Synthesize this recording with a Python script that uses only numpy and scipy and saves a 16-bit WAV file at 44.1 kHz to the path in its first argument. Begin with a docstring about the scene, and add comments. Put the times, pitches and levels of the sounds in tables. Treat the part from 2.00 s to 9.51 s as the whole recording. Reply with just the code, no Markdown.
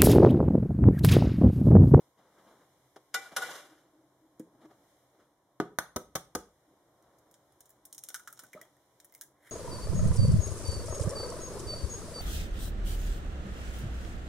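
"""First comes the hush of a kitchen: a fridge hums and hands brush the worktop. A dish is put down and
rattles, ringing each time it lands. Eggs are laid down gently and rock. One is knocked five times:
the worktop thuds and the shell crunches. The shell is prised open in sharp cracks that ring its hollow,
and gives a falling chirp as the egg plops into a bowl of milk. The room adds a short echo."""
import sys
import numpy as np
from scipy import signal
from scipy.fft import rfft, irfft
from scipy.io import wavfile
from scipy.ndimage import uniform_filter1d, map_coordinates

SR = 44100
rng = np.random.default_rng(int(sys.argv[2]) if len(sys.argv) > 2 else 0)


def unload_wav(signal):
    """Save mono or channel-first audio to the path in sys.argv[1] as 16-bit WAV at rate SR, clipped to [-1, 1]."""
    wavfile.write(
        sys.argv[1],
        SR,
        np.round(np.clip(np.atleast_2d(signal).T, -1, 1) * 32767).astype(np.int16),
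    )


N = 331191
T = np.arange(N) / SR


def gain(db):
    return 10 ** (np.asarray(db) / 20)


def normalise(x):
    return x / np.sqrt(np.mean(x ** 2))


def cut_bass(x, hz):
    return signal.sosfilt(signal.butter(2, hz, "high", fs=SR, output="sos"), x)


def tone_curve(colour, size):
    """Join (pitch_hz, level_db) points into a gain for every frequency."""
    hz, db = np.transpose(colour)
    return gain(np.interp(np.log(np.arange(size // 2 + 1) * SR / size + 1), np.log(hz + 1), db))


def noise(colour, size=N):
    """Noise of strength 1, shaped by (pitch_hz, level_db) points."""
    return normalise(irfft(rfft(rng.standard_normal(size)) * tone_curve(colour, size), size))


def fade(t, fade_s):
    """Die away by 60 dB in fade_s."""
    return gain(-60 * t / max(fade_s, .002))


def swell(strokes, rise_s):
    """Each stroke climbs 60 dB in rise_s, then fades."""
    loudness = sum(gain(db - 60 * np.where(T < s, (s - T) / rise_s, (T - s) / max(fade_s, .02)))
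                   for s, db, fade_s in strokes)
    return uniform_filter1d(loudness, size=300)


def grit(slips_per_s, scatter_db, slip_ms):
    """Uneven loudness from tiny slips, each a short puff of its own size."""
    slips = (rng.random(N) < slips_per_s / SR) * gain(scatter_db * rng.exponential(size=N))
    return normalise(signal.lfilter([1], [1, -np.exp(-1000 / (slip_ms * SR))], slips))


def flurry(ms):
    """Loudness of a quick run of small contacts: a fast rise and a slower fall."""
    progress = T[:SR // 10] * 1000 / max(ms, .1)
    return progress * np.exp(-2 * progress)


def ring(tones, scatter_db):
    """A struck object rings with its own tones; each blow lands elsewhere and mixes them anew."""
    t = T[:SR // 2]
    chance = rng.standard_normal((len(tones), 2))
    return sum(gain(db + scatter_db * a) * fade(t, fade_s) * np.sin(2 * np.pi * hz * (1 + .0039 * b) * t)
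               for (hz, db, fade_s), (a, b) in zip(tones, chance))


def add(track, start_s, sound, peak_db):
    i = int(start_s * SR)
    sound = sound[:N - i]
    track[i:i + len(sound)] += gain(peak_db) * sound / np.max(np.abs(sound))


# Background loudness over time: time_s, rumble_db, hiss_db
ROOM_LEVELS = [(0, -67, -72), (.15, -75.5, -80), (.44, -69, -74), (1.05, -73.5, -76.5), (1.8, -69, -79.5),
               (2.3, -72, -79.5), (2.6, -67.5, -79.5), (2.9, -69, -73.5), (3.398, -73.5, -82.5),
               (4.55, -71.5, -78), (5.08, -67, -78.5), (5.5, -69.5, -77), (5.9, -70, -78.5),
               (7.0, -71.5, -76), (7.51, -70, -85)]
# Colours (how much bass and treble) of the rumble and the hiss: pitch_hz, level_db
RUMBLE_COLOUR = [(15, -50), (25, -5), (123, -7), (268, -9), (313, -1.5), (427, -6.5), (605, -2.5),
                 (893, -7.5), (965, -9.5), (1910, -20), (2600, -69), (3380, -58.5), (5720, -120)]
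HISS_COLOUR = [(1180, -16), (2000, 0.5), (2410, -1.5), (2630, -7.5), (3000, -3), (14100, -11), (16500, -27)]
# Fridge hum: pitch_hz, width_hz, level_db
FRIDGE_BANDS = [(129.8, 14, -82), (294.8, 14, -81.5), (974, 1.5, -85.5), (1067.6, 11, -85)]
def room_tone():
    """Distant rumble and hiss rise and fall; a fridge hums in narrow wavering bands."""
    times, rumble_db, hiss_db = np.transpose(ROOM_LEVELS)
    hum = sum(gain(db) * noise([(hz - 3 * width, -60), (hz - width, -12), (hz, 0),
                                (hz + width, -12), (hz + 3 * width, -60)])
              for hz, width, db in FRIDGE_BANDS)
    rumble = gain(np.interp(T, times, rumble_db)) * noise(RUMBLE_COLOUR)
    hiss = gain(np.interp(T, times, hiss_db)) * noise(HISS_COLOUR)
    return rumble + hiss + hum


# The kitchen's echo: pitch_hz, fade_s, level_db
ECHO_BANDS = [(88, 0.52, 4.5), (270, 0.33, 2), (680, 0.32, 3.5), (2160, 0.31, 1.5), (5800, 0.31, 1.5),
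              (11500, 0.2, 6)]
def kitchen_echo():
    """Reflections blur into bands of noise, each fading at its own speed."""
    t = T[:SR // 2]
    tail = np.zeros(len(t))
    for hz, fade_s, db in ECHO_BANDS:
        band = noise([(hz / 3, -30), (hz / np.sqrt(3), 0), (hz * np.sqrt(3), 0), (hz * 3, -30)], len(t))
        tail += gain(db) * fade(t, fade_s) * band * np.sqrt(hz)
    return normalise(tail * (1 - fade(t, 0.028))) / np.sqrt(len(t))


def shimmer(echo, pitch_spread=0.0244, hold_ms=8.0):
    """The knocks' echo shimmers slightly in pitch, so its tail fades smoothly."""
    hold = int(hold_ms * SR / 1000)
    speed = uniform_filter1d(np.repeat(rng.standard_normal(N // hold + 1), hold)[:N], hold)
    drift = signal.lfilter([1], [1, -np.exp(-20 / SR)], pitch_spread * normalise(speed))
    return np.array([map_coordinates(channel, [np.arange(N) + drift], mode="mirror") for channel in echo])


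# Hands and shell halves brushing: peak_s, level_db, fade_s
BRUSH_STROKES = [(.184, -66, 3), (.386, -63, 0.18), (.474, -61, 0.5), (.62, -65.5, 0.067),
                 (2.62, -59.5, 0.14), (2.658, -59.5, 0.033), (2.712, -62, 0.21), (3.15, -71, 0.15),
                 (3.204, -64.5, 0.34), (5.04, -69.5, 1.1), (6.438, -62.5, 0.18), (6.556, -56.5, 0.43)]
# Rubbing on the worktop: pitch_hz, level_db
RUB_COLOUR = [(60, -17), (200, 1), (500, 2.5), (1100, -0.5), (2200, -9.5), (4000, -14.5), (15000, -33)]
def brushing():
    """Light strokes catch and slip, making a dull, gritty rub."""
    return swell(BRUSH_STROKES, rise_s=0.096) * grit(700, 2.6, slip_ms=28) * noise(RUB_COLOUR)


# Eggs rocking: peak_s, level_db, fade_s
EGG_ROCKS = [(1.66, -63, 1), (1.988, -65, .4), (2.25, -67, 0.5), (2.5, -69, 0.5), (2.648, -61, 0.52),
             (2.878, -76, 0.25), (3.19, -70.5, 0.25), (4.712, -67.5, .3)]
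def rocking_eggs():
    """Rocking eggs keep the worktop humming near 315 Hz."""
    hum = noise([(100, -70), (280, -10), (315, 0), (350, -10), (1000, -90)])
    return swell(EGG_ROCKS, rise_s=0.31) * hum


# The worktop's own tones: pitch_hz, level_db, fade_s
WORKTOP_TONES = [(48, -11, 0.27), (74.6, -11, 0.15), (120, -44, 0.21), (153, -12, 0.13), (200, -17.5, 0.22),
                 (240, -51.5, 0.032), (322, -4.5, 0.11), (339.6, -15, 0.12), (405.6, -5, 0.081),
                 (497.5, -10, 0.13), (590, -5.5, 0.043), (733, -4.5, 0.057), (778, 0.5, 0.058),
                 (842, -19, 0.12), (981, -10.5, 0.038), (1122, -3, 0.1), (1243, 18.5, 0.015),
                 (1283, 5.5, 0.032), (1482, 16, 0.025), (1760, -2, .05), (2000, 1, 0.085)]
def worktop(blows, crunch_colour, crunch_fade_s, focus_db, air_slap, blur_db, thump_db):
    """An egg's push slaps the air and rings the worktop; the shell adds a short crunch or rub."""
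    out, t = np.zeros(N), T[:SR // 10]
    for s, db, crunch_db, contact_ms, spot_hz, boom_db, crumple_ms in blows:
        push = flurry(contact_ms)[:SR // 100]
        # the spot favours tones near its own pitch; the deepest come from the cupboard below
        tones = [(hz, level + (boom_db if hz < 100 else -focus_db * np.log2(hz / spot_hz) ** 2), fade_s)
                 for hz, level, fade_s in WORKTOP_TONES]
        # the spot gives once, 2 dB less for each ms that the shell crumples
        thump = ring([(spot_hz, thump_db - 2 * crumple_ms, .018)], scatter_db=0)
        board = -ring(tones, scatter_db=4.1) - cut_bass(thump, spot_hz * 0.47)
        # air is sucked in, then pushed back a millisecond later
        board[[0, SR // 1000]] += air_slap * np.array([-1, 1])
        # countless weaker tones blur into a short dull noise
        blur = [(spot_hz / 5, -30), (spot_hz / 2, -4), (spot_hz, 0), (spot_hz * 2, -4), (spot_hz * 5, -16)]
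        board += gain(blur_db) * fade(T[:SR // 2], 0.074) * noise(blur, SR // 2)
        # a denting shell gives way in steps, spreading out the force
        steps = flurry(crumple_ms) * (rng.random(len(t)) < .03)
        steps *= rng.standard_normal(len(t)) * min(1.07 * crumple_ms, 4)
        steps[0] = 1
        thud = cut_bass(np.convolve(board, push), 40)
        add(out, s, signal.fftconvolve(thud, steps), db)
        crunch = (fade(t, crunch_fade_s) + 6.3 * flurry(crumple_ms)) * noise(crunch_colour, len(t))
        add(out, s, crunch, db + crunch_db)
    return out


# Soft touches: start_s, thud_db, rub_over_thud_db, spot_pitch_hz, spread_ms
TOUCHES = [(0.961, -52, 11, 550, 8.8), (1.317, -49, 8, 610, 16.4), (1.732, -53.5, -13, 890, 3.2),
           (2.398, -32, -38, 296, 2.96), (2.471, -54, -21, 317, 3.1), (2.55, -53, -12, 322, 3.3),
           (2.646, -47, -30, 342, 3.6), (2.708, -55, -3, 500, 8.8), (4.701, -60, -30, 312, 20)]
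def gentle_touches(contact_ms=0.33, boom_db=-25):
    """Eggs and dish meet the worktop softly, mostly ringing the spot they touch."""
    blows = [(s, db, rub_db, contact_ms, hz, boom_db, ms) for s, db, rub_db, hz, ms in TOUCHES]
    taps = worktop(blows, RUB_COLOUR, crunch_fade_s=0.016, focus_db=23.5,
                   air_slap=4.1, blur_db=-5.5, thump_db=4)
    return cut_bass(taps, 96)


# The dish landing: start_s, ring_db, scrape_offset_db, spread_ms, high_tone_boost_db
DISH_LANDINGS = [(1.141, -22.5, 0.5, 8.4, 13.5), (1.156, -30, -7, 5.6, 6), (1.258, -44, -30, 8.5, -2),
                 (1.363, -24.5, 2, 8.1, -17), (1.418, -24.5, -13, 8.5, 5), (1.495, -35.5, -10, 0.57, -19)]
# The dish's own tones: pitch_hz, level_db, fade_s
DISH_TONES = [(471, -18, 0.24), (772, -11.5, 0.36), (786, -16, 0.24), (1173, -7, 0.076), (1452, 3.5, 0.095),
              (1455, -4, 0.11), (1944, -27, .1), (1997, -20.5, 0.27), (2324, -29, 0.48), (2890, -17, 0.087),
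              (3340, -32, 0.068), (3644, -19, 0.086), (4350, -22.5, 0.089), (5350, -27.5, 0.13),
              (6400, -24.5, 0.082), (7430, -17, 0.054)]
# Its foot scraping: pitch_hz, level_db
SCRAPE_COLOUR = [(59, -50.5), (100, -33.5), (524, -2), (854, -4), (1480, 0), (2370, -4), (2580, 0),
                 (2930, -1.5), (13500, -12.5), (16000, -52.5)]
# Its foot dragging after a landing: peak_s, strength_db, fade_s
FOOT_DRAGS = [(1.15, -37, 0.63), (1.372, -30.5, 0.76), (1.5, -35.5, 0.24), (1.56, -43.5, 0.14),
              (1.6, -52.5, 0.081)]
def dish():
    """Each landing rings the dish; the dragging foot scrapes and keeps it ringing."""
    landings = np.zeros(N)
    for s, db, scrape_db, ms, boost_db in DISH_LANDINGS:
        contacts = flurry(ms)
        tones = [(hz, level + boost_db * (hz > 1600), fade_s) for hz, level, fade_s in DISH_TONES]
        build_up = 1 - fade(T[:SR // 2], ms * 0.0069)  # the ring grows while the contacts last
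        add(landings, s, ring(tones, scatter_db=1) * build_up, db)
        add(landings, s, contacts * noise(SCRAPE_COLOUR, len(contacts)), db + scrape_db + 3.5)
    drag = swell(FOOT_DRAGS, rise_s=0.041) * grit(1700, 0.98, slip_ms=10)
    # dragging shakes the tones more evenly than a blow does
    even_ring = normalise(ring([(hz, db / 2, fade_s) for hz, db, fade_s in DISH_TONES], scatter_db=0))
    ringing = signal.fftconvolve(drag * rng.standard_normal(N), even_ring)[:N]
    scrape = drag * noise([(hz, db - 2.02 * np.log2(hz / 2000)) for hz, db in SCRAPE_COLOUR])
    return cut_bass(landings, 490) + gain(-7) * scrape + gain(-58.5) * ringing


# Plops, squelches and the shell's chirp: start_s, level_db, pitch_hz, fade_s, glide_per_s (above 0 rises)
PLOP_TONES = [(6.449, -60.5, 130, 0.041, 1), (6.534, -42.5, 2470, 0.03, -7.5),
              (6.548, -49, 191, 0.069, -0.5), (6.548, -42, 440, 0.021, 2), (6.557, -42, 604, 0.095, 0.3),
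              (6.574, -46, 1227, 0.055, 2), (6.619, -54, 625, 0.061, 2.5), (6.63, -61, 3310, 0.07, -0.5)]
def plops():
    """The shell's hollow gives a short falling chirp as the egg plops in with wet, sliding tones."""
    out, t = np.zeros(N), T[:SR // 6]
    for s, db, hz, fade_s, glide in PLOP_TONES:
        wobble = 1 + 0.32 * noise([(20, 3), (150, 2), (400, -37)], len(t))
        loudness = wobble * fade(t, fade_s) * (1 - fade(t, 0.0089))
        add(out, s, loudness * np.sin(2 * np.pi * hz * t * (1 + glide * t)), db)
    return out


# Shell halves pressed together: peak_s, level_db, fade_s
SHELL_PRESSES = [(7.48, -58, 0.24)]
# Their rasp: pitch_hz, level_db
RASP_COLOUR = [(590, -69), (1000, -22), (1160, -15), (2080, 0.5), (2590, -15), (3300, -14), (4570, -21),
               (11300, -18.5), (16000, -32)]
def shell_rub():
    """The two halves rasp against each other in tiny slips."""
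    return swell(SHELL_PRESSES, rise_s=0.29) * grit(2800, 2.7, slip_ms=3.7) * noise(RASP_COLOUR)


# The shell bending: peak_s, level_db, fade_s
SHELL_BENDS = [(5.7, -77, 0.24), (6.1, -65, 1), (6.45, -65.5, 0.75), (7.17, -73, 0.33)]
# Snapping shell: pitch_hz, level_db
SHELL_COLOUR = [(600, -4), (1200, -10), (2500, -6), (3600, -4), (4600, -6.5), (5800, 1), (8000, -3.5),
                (13400, -11), (15300, -20), (16500, -8.5)]
def shell_crackle():
    """The bent shell gives off tiny snaps."""
    return swell(SHELL_BENDS, rise_s=0.62) * grit(600, 2.6, slip_ms=1.5) * noise(SHELL_COLOUR)


# Ticks and cracks: start_s, strength_db, treble_tilt_db_per_octave
SHELL_CRACKS = [(.961, -49, -5), (2.396, -47.5, 3.5), (5.025, -59, 3), (5.185, -56, 6), (5.3125, -47.5, 10),
                (5.3412, -46, 0.2), (5.522, -58, 7), (5.6062, -41, 3.5), (5.657, -48.5, 6),
                (5.693, -47.5, 15), (5.704, -46.5, 11), (5.853, -36.5, 9), (5.927, -36, 5),
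                (5.9478, -39, 4), (5.9805, -30.5, 3.5), (6.0373, -30, 3), (6.0875, -27, 5.2),
                (6.103, -36.5, -4.5), (6.1437, -27, 2), (6.1594, -35, 1.5), (6.1963, -43, 5),
                (6.2746, -35, -0.5), (6.3044, -46, 16), (6.3269, -36.5, 7), (6.375, -47, -3),
                (6.392, -33.5, 1), (6.436, -43, 14), (6.5315, -42, 6.5), (6.6139, -40, 6.5),
                (6.6533, -54, 2), (6.7675, -58, 3), (7.0011, -43, 0.5), (7.0462, -41, 11.5),
                (7.1234, -42, 22), (7.1395, -49, 3), (7.1495, -31.5, 12), (7.1785, -51, 14),
                (7.212, -27.5, 2.5), (7.2181, -32, 7.5), (7.2362, -39, 9), (7.5004, -45, 11)]
# The shell as it opens: time_s, hollow_pitch_hz, hollow_offset_db, snap_over_splinters_db
SHELL_OPENING = [(5.3, 1380, -29, 6), (5.7, 1730, -25, 6), (6.04, 1460, -43, 7.5), (6.12, 1482, -8, 9),
                 (6.25, 1427, 6.5, 5), (6.34, 1407, -15.5, 6), (6.44, 1533, -4, 8), (6.53, 2036, 2, 6),
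                 (7.0, 1724, -16.5, 10), (7.15, 2164, -18, 12), (7.22, 1634, -20, 15.5)]
def shell_cracks(splinter_fade_s=0.056, hollow_fade_s=0.07):
    """Each crack is a snap with splinters after it, and rings the hollow of the shell."""
    out, t = np.zeros(N), T[:SR // 6]
    times, *columns = np.transpose(SHELL_OPENING)
    for s, db, tilt_db in SHELL_CRACKS:
        hz, hollow_db, snap_db = (np.interp(s, times, column) for column in columns)
        splinters = np.repeat(gain(4 * rng.standard_normal(len(t) // 40 + 1)), 40)[:len(t)]
        loudness = gain(snap_db) * fade(t, .004) + fade(t, splinter_fade_s) * splinters
        colour = [(f, level + tilt_db * np.log2(f / 8000)) for f, level in SHELL_COLOUR]
        add(out, s, loudness * noise(colour, len(t)), db + 4)
        # the broken rim makes the hollow ring unevenly
        rim = [(hz * 0.62, -30), (hz * 0.94, -6), (hz, 0), (hz * 0.96, -6), (hz * 1.94, -30)]
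        hollow = np.sin(2 * np.pi * hz * t) + 0.95 * noise(rim, len(t))
        add(out, s, fade(t, hollow_fade_s) * hollow, db + hollow_db)
    return cut_bass(out, 930)


# Knocks: start_s, thud_db, crunch_over_thud_db, contact_ms, spot_pitch_hz, boom_db, crumple_ms
EGG_KNOCKS = [(3.601, -13, -28, 0.17, 335, -16.5, 0.36), (3.787, -13.5, -3.5, 0.093, 914, -17, 0.59),
              (3.961, -23, -1.5, 0.45, 464, -18, 5.3), (4.153, -22, 0, 0.074, 760, 7, 7.6),
              (4.35, -23.5, 1.5, 0.26, 595, 10, 5.3)]
# The shell denting: pitch_hz, level_db
CRUNCH_COLOUR = [(1000, 0.5), (2200, 0), (3600, -3.5), (5000, -3.5), (5800, 1.5), (6900, -6.5), (13000, -8),
                 (16500, -14)]
def egg_knocks():
    """The egg hits the worktop five times; the last three blows crumple its shell for longer."""
    return worktop(EGG_KNOCKS, CRUNCH_COLOUR, crunch_fade_s=0.027, focus_db=2.5,
                   air_slap=22, blur_db=6.5, thump_db=14)


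# Stereo width of the room: pitch_hz, side_over_mid_db
ROOM_WIDTH = [(60, -12), (110, -20.5), (200, -13.5), (380, -17), (700, -14.5), (1290, -7), (2380, -2),
              (4400, 0), (8120, -0.5), (15000, 4.5)]
def all_around(make, size):
    """Sound from everywhere: mid (what both ears share) and side (how they differ) are unrelated."""
    return np.array([make(), irfft(rfft(make()) * tone_curve(ROOM_WIDTH, size), size)])


def place(mid, width, lead_us, turn_rad, direct_db, scattered_db):
    """Sound from one direction: side is a time-shifted copy plus one scattered off things close by."""
    hz = np.arange(N // 2 + 1) * SR / N
    size = SR // 40
    scatter = normalise(fade(T[:size], 0.029) * cut_bass(rng.standard_normal(size), 2500)) / np.sqrt(size)
    shift = np.exp(1j * (2 * np.pi * hz * lead_us * 1e-6 + turn_rad))
    paths = gain(direct_db) * shift + gain(scattered_db) * rfft(scatter, N)
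    return np.array([mid, irfft(rfft(mid) * tone_curve(width, N) * paths, N)])


# Stereo width beside the microphone, and further off in front: pitch_hz, side_db
NEAR_WIDTH = [(60, -10), (110, -9), (200, -5.5), (380, -13), (700, -10), (1290, -2), (2380, 4), (4400, 5.5),
              (8120, 7.5), (15000, 14)]
FAR_WIDTH = [(60, 0.5), (110, -7), (200, -11), (380, -15), (700, -6), (1290, -12.5), (2380, -1), (4400, -4),
             (8120, -5), (15000, 1)]
def scene():
    """Place the sounds in the kitchen, add its echo and return left and right."""
    knocks = egg_knocks()
    handling = gentle_touches() + dish() + rocking_eggs() + brushing()
    at_bowl = shell_cracks() + shell_rub() + shell_crackle() + plops()
    direct = (place(knocks, NEAR_WIDTH, lead_us=46, turn_rad=-1.68, direct_db=-8.5, scattered_db=-7.5)
              + place(handling, FAR_WIDTH, lead_us=20, turn_rad=-.3, direct_db=-14, scattered_db=1)
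              + place(at_bowl, FAR_WIDTH, lead_us=48, turn_rad=1.9, direct_db=-14, scattered_db=-1))
    room = all_around(kitchen_echo, SR // 2)
    into_room = gain(-13) * handling + gain(-12.5) * at_bowl
    echo = signal.fftconvolve(into_room[None], room, axes=1)[:, :N]
    echo += shimmer(signal.fftconvolve(gain(-10.5) * knocks[None], room, axes=1)[:, :N])
    mid, side = direct + echo + all_around(room_tone, N)
    return np.array([mid + side, mid - side])


# Bands weakened by the microphone's case: pitch_hz, width_hz, level_db
CASE_DIPS = [(2591, 1010, -22.5), (4580, 830, -23), (7875, 400, -10.5)]
def record(dry, top_hz=15800):
    """The microphone loses the deep bass, its case dips three bands, and the highest treble is cut."""
    dry = cut_bass(dry, 64)
    for hz, width, db in CASE_DIPS:
        band = signal.lfilter(*signal.iirpeak(hz, hz / width, fs=SR), dry)
        dry = dry - (1 - gain(db)) * band
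    return signal.sosfilt(signal.ellip(8, .2, 70, top_hz, fs=SR, output="sos"), dry)


dry = scene()
out = record(dry)
unload_wav(out)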